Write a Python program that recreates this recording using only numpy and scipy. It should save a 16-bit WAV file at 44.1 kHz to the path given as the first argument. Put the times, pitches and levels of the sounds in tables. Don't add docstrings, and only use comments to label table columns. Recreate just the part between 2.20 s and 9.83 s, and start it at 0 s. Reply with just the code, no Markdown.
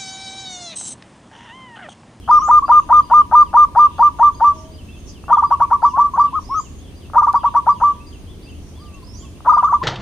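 import sys
import numpy as np
from scipy import signal
from scipy.fft import rfft, irfft, next_fast_len
from scipy.io import wavfile
from scipy.ndimage import uniform_filter1d, minimum_filter1d

SR = 44100
rng = np.random.default_rng(int(sys.argv[2]) if len(sys.argv) > 2 else 0)


def wav_out(sig):
    wavfile.write(sys.argv[1], SR, np.round(np.clip(np.atleast_2d(sig).T, -1, 1) * 32767).astype(np.int16))


N = 336483
TIME_S = np.arange(N) / SR

# register break t/s, hold/s
SLOW_COOS = [(.112, 0.083), (.312, 0.087), (0.517, 0.088), (0.727, 0.084), (.938, 0.086), (1.152, 0.086),
             (1.37, 0.086), (1.591, 0.087), (1.826, 0.069), (2.03, 0.079), (2.243, .089)]
SLOW_TOP_HZ, SLOW_SINK_HZ = 1214.6, 40.13
SLOW_PEAK_DB, SLOW_ARCH_DB = -1.2, 6.5
SLOW_SLIDE_S, SLOW_SLIDE_GROWTH_S, SLOW_RASP_S = .023, .01, .013
SLOW_LOW_REGISTER = .805
SLOW_FADE_S, SLOW_LAST_FADE_S = .016, .055
# list of register breaks t/s, pitch offset/Hz, quaver depth of long notes/0-1
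TRILLS = [([3.128, 3.182, 3.237, 3.324, 3.421, 3.530, 3.650, 3.800, 3.998], 0, 0.73),
          ([4.981, 5.031, 5.082, 5.155, 5.256, 5.366, 5.491, 5.638], 1, .1),
          ([7.294, 7.335, 7.381, 7.442, 7.541], 26, 0)]
# t into trill/s, slide/s, hold/s, fade/s, top f/Hz, level/dB, rasp/s
TRILL_COURSE = [(0, .024, .035, .031, 1206, -2, .024), (.05, .012, 0.033, .026, 1188, -5, .005),
                (0.177, .014, .033, 0.032, 1145, -4, .008), (.52, .021, 0.046, .045, 1164, -3.5, .011),
                (0.661, .023, .098, .08, 1166, -4, .016)]
TRILL_LOW_HZ = 970.2
QUAVER_PER_S = 24
# register break t/s, slide/s, hold/s, top f/Hz
SOFT_COOS = [(0.219, .028, .075, 1228), (4.156, .027, .041, 1253), (4.346, 0.048, 0.062, 1272)]
SOFT_DB, SOFT_LOW_REGISTER, SOFT_FADE_S = -13.5, .885, .009
SLIDE = [(-.3, 1.3), (0, 1.04), (.15, 0.995), (.5, 0.9817), (.8, 0.9244), (1, 0.842), (1.3, .52)]
# multiple of f, level/dB
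OVERTONES = [(3, -44.5), (4, -52.5), (5, -46.5), (6, -53.5)]
# t/s, length/s, start f/Hz, middle f/Hz, end f/Hz
MURMURS = [(.420, 0.038, 960, 1161, 1046), (3.732, 0.073, 967, 1112, 1165), (3.935, 0.029, 993, 1106, 1105),
           (7.469, 0.02, 1160, 1268, 1315), (7.487, .04, 1098, 1140, 1206), (7.614, .04, 980, 1080, 1070)]
CLICKS_S = [3.039, 4.899, 7.205]
# f/Hz, relative level/dB per Hz
HISS_WITH_COO = [(1500, -1.5), (2500, 1.5), (3400, -1), (4500, -6.5), (6200, -1), (8000, -10), (11000, -14),
                 (15000, -12)]
# delay/s, left gain, right gain (negative inverts the wave)
WALLS = [(.00196, -.28, -.05), (.00391, .15, -.12), (.00464, -.05, -.13), (.00963, .2, -.03),
         (.0102, -.01, .19), (.0162, -.15, -.23), (.0166, -.03, -.11), (.0357, -0.029, -.09),
         (.0386, -.07, -.07)]

# t/s, level of the noise before its band-pass/dB
TICK = (5.129, -30)

# t into call/s, f/Hz, relative level/dB
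WHISTLE_SHAPE = [(0, 4300, -21.5), (.022, 4970, -10.5), (.038, 5080, -22.5), (.05, 5250, -11),
                 (.11, 5575, -8.5), (.15, 6400, -1.5), (.175, 7140, -5.5), (.2, 7506, -11.5),
                 (.21, 7570, -38.5)]
CHIRP_SHAPE = [(0, 3599, -15), (.008, 4596, -2), (.016, 4810, 0.5), (.05, 4800, -2), (.056, 3835, -13),
               (.075, 3150, 0.5), (.105, 2680, -1), (.13, 2502, -19)]
PEEP_SHAPE = [(0, 2489, -17.5), (.02, 2661, 3.5), (.04, 2780, -2.5), (.06, 2680, -22.5)]
ARCH_SHAPE = [(0, 2720, -13.5), (.03, 3240, -4.5), (.06, 3530, 0), (.1, 3100, -1), (.12, 2890, -17)]
# t/s, level/dB
WHISTLES = [(0.093, -34.5), (4.234, -35.5), (6.825, -38)]
# first t/s, last t/s
CHIRP_BOUTS = [(.45, 1.559), (1.775, 3.615), (3.985, 5.135), (5.491, 7.315)]
CHIRP_EVERY_S, CHIRP_DB = .37, -51
PEEP_TIMES_S = [2.67, 2.73, 3.03, 5.79, 6.255, 6.718]
PEEP_DB = -48.5
ARCH_TIMES_S = [.05, .72, 2.675, 3.09, 4.57, 6.05, 6.511, 6.98]
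ARCH_DB = -53.5
# centre t/s, half-length/s, level/dB
CHIPS = [(2.384, 0.089, -51), (2.88, 0.037, -42.5), (3.68, 0.083, -51.5), (4.224, 0.077, -52),
         (6.469, .12, -55.5)]

# t/s, f/Hz, level/dB
HOOT = [(2.1, 592, -61), (2.3, 623, -48), (2.45, 640, -40.5), (2.6, 625, -56), (2.72, 604, -67)]
# t/s, f/Hz, level/dB
ANSWER = [(6.575, 948, -49), (6.62, 1205, -45), (6.72, 1165, -51), (6.79, 1100, -45), (6.81, 1038, -66),
          (6.835, 1025, -40), (6.86, 988, -71), (6.885, 1000, -48), (6.92, 980, -70), (6.955, 998, -49.5),
          (7.0, 1010, -68), (7.05, 1127, -43.5), (7.1, 987, -66)]
# f/Hz, relative level/dB per Hz
RUMBLE_SPECTRUM = [(22, -9), (40, -4.5), (58, -3), (78, -0.5), (112, -10.5), (200, -13.5), (300, -14),
                   (400, -19.5), (500, -25), (650, -27), (850, -32.5), (1150, -32.5), (1400, -38.5),
                   (2000, -42.5), (2600, -53.5)]
RUMBLE_DB = -36.5
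# f/Hz, relative level/dB per Hz
HISS_SPECTRUM = [(1500, -4), (2200, 2), (3200, 1), (4200, -0.5), (6300, -2), (7500, -7), (9500, 1),
                 (10400, -6.5), (11300, -16), (13000, -8), (15500, -12.5)]
# f/Hz, left-right likeness
LIKENESS = [(30, 0.22), (70, .94), (250, 0.88), (900, 0.6), (2200, 0), (15000, 0.021)]
CUTOFF_HZ = 15500


def dove(voice_db=-3, murmur_db=-11.5, rasp_db=24.0, click_db=3, low_octave_db=-40, high_octave_db=-48.5,
         hiss_with_coo_db=-50, ear_lag_s=.00018):
    tone, overtones, puffs, coo_loudness = np.zeros((4, N))
    for s, slide_s, rasp_s, db, (lead_s, phase, loud) in [*slow_phrase(), *trills(), *soft_coos()]:
        loud = loud * from_db(db)
        size = loud.shape[1]
        octave = from_db(np.array([[low_octave_db], [high_octave_db]]) + 2.7 * drift(120, size))
        voiced = np.sin(phase) + octave * np.sin(2 * phase)
        add(tone, s + lead_s, np.sum(loud * voiced, axis=0))
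        series = sum(from_db(level_db + 3.4 * drift(170, size)) * np.sin(multiple * phase[1])
                     for multiple, level_db in OVERTONES)
        add(overtones, s + lead_s, loud[1] ** 1.3 * series)
        add(coo_loudness, s + lead_s, loud.sum(axis=0))
        if rasp_s > 0:
            add(puffs, s - slide_s - rasp_s, from_db(db + rasp_db) * rasp(rasp_s + .002))
    for s, length_s, start_hz, middle_hz, end_hz in MURMURS:
        add(tone, s, from_db(murmur_db) * murmur(length_s, start_hz, middle_hz, end_hz))
    for s in CLICKS_S:
        add(puffs, s, from_db([click_db]))
    throat = band(band(puffs, 870, 1400, order=1), 480, 1385, order=5)
    voice = from_db(voice_db) * (tone + throat)
    near = voice * from_db([[1.1], [-1.2]]) + wall_echoes(voice)
    bright = np.array([overtones, delayed(overtones, ear_lag_s)])
    porch = from_db(-18.5) * reverb(band(voice, 850, 1060), t60_s=0.6)
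    porch = porch + from_db(-26.0) * reverb(voice, t60_s=0.2)
    hiss = from_db(hiss_with_coo_db) * coo_loudness * noise(HISS_WITH_COO)
    return near + bright + porch + hiss


def slow_phrase():
    for (s, hold_s), tired in zip(SLOW_COOS, np.linspace(0, 1, len(SLOW_COOS))):
        top_hz = SLOW_TOP_HZ - SLOW_SINK_HZ * tired ** 2.6
        slide_s = SLOW_SLIDE_S + SLOW_SLIDE_GROWTH_S * tired
        fade_s = SLOW_FADE_S + (SLOW_LAST_FADE_S - SLOW_FADE_S) * tired ** 4.7
        db = SLOW_PEAK_DB - SLOW_ARCH_DB * (tired - .47) ** 2
        yield s, slide_s, SLOW_RASP_S, db, coo(slide_s, hold_s, fade_s, SLOW_LOW_REGISTER * top_hz, top_hz)


def trills():
    ages_s, *columns = np.transpose(TRILL_COURSE)
    for times_s, offset_hz, quaver in TRILLS:
        for s in times_s:
            slide_s, hold_s, fade_s, top_hz, db, rasp_s = (
                np.interp(s - times_s[0], ages_s, c) for c in columns)
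            lead_s, phase, loud = coo(slide_s, hold_s, fade_s, TRILL_LOW_HZ + offset_hz, top_hz + offset_hz,
                                      accent_db=2.5)
            if hold_s > 2 / QUAVER_PER_S:
                cycles = QUAVER_PER_S * (lead_s + np.arange(loud.shape[1]) / SR)
                dips = (cycles > .5) * np.cos(np.pi * (cycles + .13)) ** 8
                loud = loud * (1 - quaver * dips)
            yield s, slide_s, rasp_s, db, (lead_s, phase, loud)


def soft_coos():
    for s, slide_s, hold_s, top_hz in SOFT_COOS:
        note = coo(slide_s, hold_s, SOFT_FADE_S, SOFT_LOW_REGISTER * top_hz, top_hz, droop=0.13, crest=.25,
                   sag=.15, sag_s=.014, leap=0.022, low_db=1.5)
        yield s, slide_s, 0, SOFT_DB, note


def coo(slide_s, hold_s, fade_s, low_hz, top_hz, droop=.08, crest=.36, sag=.08, sag_s=.011, catch_s=0.0046,
        leap=.06, leap_s=0.0013, linger_s=0.011, low_db=1.39, shimmer_db=0.73, accent_db=0.,
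        accent_s=0.0047):
    u = np.arange(-1.3 * slide_s, hold_s, 1 / SR)
    since = np.maximum(u + catch_s / 2, 0)
    low = low_hz * np.interp(-u / slide_s, *np.transpose(SLIDE))
    sharp = leap * np.exp(-(since / (2 * leap_s)) ** 2)
    arch = droop * (u / hold_s - crest) ** 2
    high = top_hz * (1 + sharp - arch - sag * ease(1 - (hold_s - u) / sag_s))
    phase = np.array([phase_of(hz * (1 + .004 * drift(300, len(u)))) for hz in (low, high)])
    swell = ease((u - u[0]) / slide_s) * (1 - ease(since / linger_s)) ** 2
    release = np.sin(np.pi / 2 * np.clip((hold_s - u) / fade_s, 0, 1)) ** 1.09
    accent = from_db(accent_db * np.exp(-(since / accent_s) ** 2))
    loud = np.array([swell * from_db(low_db), ease(since / catch_s) * release * accent])
    return u[0], phase, loud * from_db(shimmer_db * drift(120, len(u)))


def rasp(length_s, pulse_hz=310, jitter=.16, growth_db=10):
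    chance = rng.standard_normal((16, 2))
    at_s = np.cumsum(np.exp(jitter * chance[:, 0])) / pulse_hz - 1 / pulse_hz / 2
    puffs = np.zeros(round(length_s * SR) + 1)
    heard = at_s < length_s
    puff_db = growth_db * (at_s[heard] / length_s - 1) + 2 * chance[heard, 1]
    puffs[(at_s[heard] * SR).astype(int)] = from_db(puff_db)
    return puffs


def murmur(length_s, start_hz, middle_hz, end_hz):
    p = np.linspace(0, 1, round(length_s * SR))
    hz = np.polyval(np.polyfit([0, .5, 1], [start_hz, middle_hz, end_hz], 2), p)
    return ease(p / 0.16) * ease((1 - p) / .15) * np.sin(phase_of(hz))


def wall_echoes(voice):
    return sum(delayed(voice, s) * np.array([[left], [right]]) for s, left, right in WALLS)


def tick(t60_s=0.013):
    s, db = TICK
    age_s = np.maximum(TIME_S - s, 0)
    envelope = from_db(db - 60 * age_s / t60_s) * (age_s > 0)
    return envelope * band(rng.standard_normal((2, N)), 3000, 11000)


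def small_birds():
    whistles = calls(WHISTLE_SHAPE, WHISTLES, vary=0.0075, waver=0.007)
    paced = [(s, CHIRP_DB) for first_s, last_s in CHIRP_BOUTS
             for s in np.linspace(first_s, last_s, round((last_s - first_s) / CHIRP_EVERY_S) + 1)]
    chirps = calls(CHIRP_SHAPE, paced, vary=.004, waver=.005)
    chirps = chirps + calls(PEEP_SHAPE, [(s, PEEP_DB) for s in PEEP_TIMES_S])
    chirps = chirps + calls(ARCH_SHAPE, [(s, ARCH_DB) for s in ARCH_TIMES_S])
    bursts = sum(from_db(db) * ease(1 - abs(TIME_S - s) / half_s) for s, half_s, db in CHIPS)
    chips = bursts * rms_one(band(rng.standard_normal(N), 5200, 6400))
    right = (whistles + from_db(-3.0) * reverb(whistles, t60_s=0.49)) * from_db([[-6], [2]])
    return right + chirps + from_db(-3) * reverb(chirps, t60_s=0.55) + reverb(chips, t60_s=.15)


def calls(shape, times, vary=0.014, waver=0.0042, flutter_db=3.5, pitch_share=1):
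    out = np.zeros(N)
    s, hz, db = np.transpose(shape)
    t = np.arange(0, s[-1], 1 / SR)
    for start_s, level_db in times:
        share = pitch_share + vary * rng.standard_normal() + waver * drift(400, len(t))
        loud = from_db(level_db + np.interp(t, s, db) + flutter_db * drift(150, len(t)))
        add(out, start_s, loud * np.sin(phase_of(np.interp(t, s, hz) * share)))
    return out


def twitter(level_db=-57, count=36):
    times = [(7.5 * when ** 1.5, level_db + 3 * (2 * size - 1)) for when, size in rng.random((count, 2))]
    warbles = calls(PEEP_SHAPE, times, vary=0.088, waver=0.07, pitch_share=1.1)
    return warbles + reverb(warbles, t60_s=0.23)


def yard(hiss_db=-54.5, chatter_db=-66, insect_db=-67):
    chatter = rms_one(band(rng.standard_normal((2, N)), 2550, 3700, order=3))
    chatter = from_db(chatter_db + 7 * drift(14, N)) * chatter
    insect = rms_one(band(rng.standard_normal((2, N)), 6400, 6580))
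    insect = from_db(insect_db + 7.3 * drift(20, N)) * insect * from_db([[-4], [2]])
    steady = from_db(RUMBLE_DB) * noise(RUMBLE_SPECTRUM) + from_db(hiss_db) * noise(HISS_SPECTRUM)
    return steady + chatter + insect + far_call(HOOT) + far_call(ANSWER)


def far_call(rows, waver_hz=5):
    s, hz, db = np.transpose(rows)
    loud = from_db(np.interp(TIME_S, s, db, left=-np.inf, right=-np.inf) + 2 * drift(28, N))
    return loud * np.sin(phase_of(np.interp(TIME_S, s, hz) + waver_hz * drift(55, N)))


def noise(spectrum):
    size = next_fast_len(N)
    hz = np.maximum(np.arange(size // 2 + 1) * SR / size, 1)

    def at_hz(rows, **ends):
        row_hz, values = np.transpose(rows)
        return np.interp(np.log(hz), np.log(row_hz), values, **ends)

    alike = np.clip(at_hz(LIKENESS), -1, 1)
    colour = from_db(at_hz(spectrum, left=-np.inf, right=-np.inf))
    mid, side = rfft(rng.standard_normal((2, size))) * colour
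    stereo = np.sqrt(1 + alike) * mid + np.sqrt(1 - alike) * side * [[1], [-1]]
    return rms_one(irfft(stereo, size)[:, :N])


def reverb(x, t60_s):
    t = np.arange(SR) / SR
    tail = rng.standard_normal((2, SR)) * from_db(-60 * t / t60_s) * ease(t / 0.013)
    tail = tail / np.sqrt(np.sum(tail ** 2, axis=1, keepdims=True))
    return signal.fftconvolve(x[None], tail, axes=1)[:, :N]


def delayed(x, s):
    return np.interp(TIME_S - s, TIME_S, x, left=0)


def band(x, low_hz, high_hz, order=2):
    sos = signal.butter(order, [low_hz, min(high_hz, .49 * SR)], "band", fs=SR, output="sos")
    return signal.sosfilt(sos, x + 1e-18)


def drift(rate_hz, size):
    return np.interp(np.arange(size) * rate_hz / SR, np.arange(4096), rng.standard_normal(4096))


def phase_of(hz):
    return 2 * np.pi * np.cumsum(hz) / SR


def add(out, start_s, sound):
    at = round(start_s * SR) + np.arange(len(sound))
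    inside = (at >= 0) & (at < N)
    out[at[inside]] += sound[inside]


def from_db(db):
    return 10 ** (np.asarray(db) / 20)


def rms_one(x):
    return x / np.sqrt(np.mean(x ** 2) + 1e-20)


def ease(x):
    return np.sin(np.pi / 2 * np.clip(x, 0, 1)) ** 2


def scene():
    return dove() + tick() + small_birds() + twitter() + yard()


def record(dry):
    room_left = 1 / np.maximum(np.abs(dry).max(axis=0), 1)
    gain = uniform_filter1d(minimum_filter1d(room_left, size=221), size=221)
    low_pass = signal.ellip(10, .1, 80, CUTOFF_HZ, fs=SR, output="sos")
    return signal.sosfilt(low_pass, dry * gain)


dry = scene()
out = record(dry)
wav_out(out)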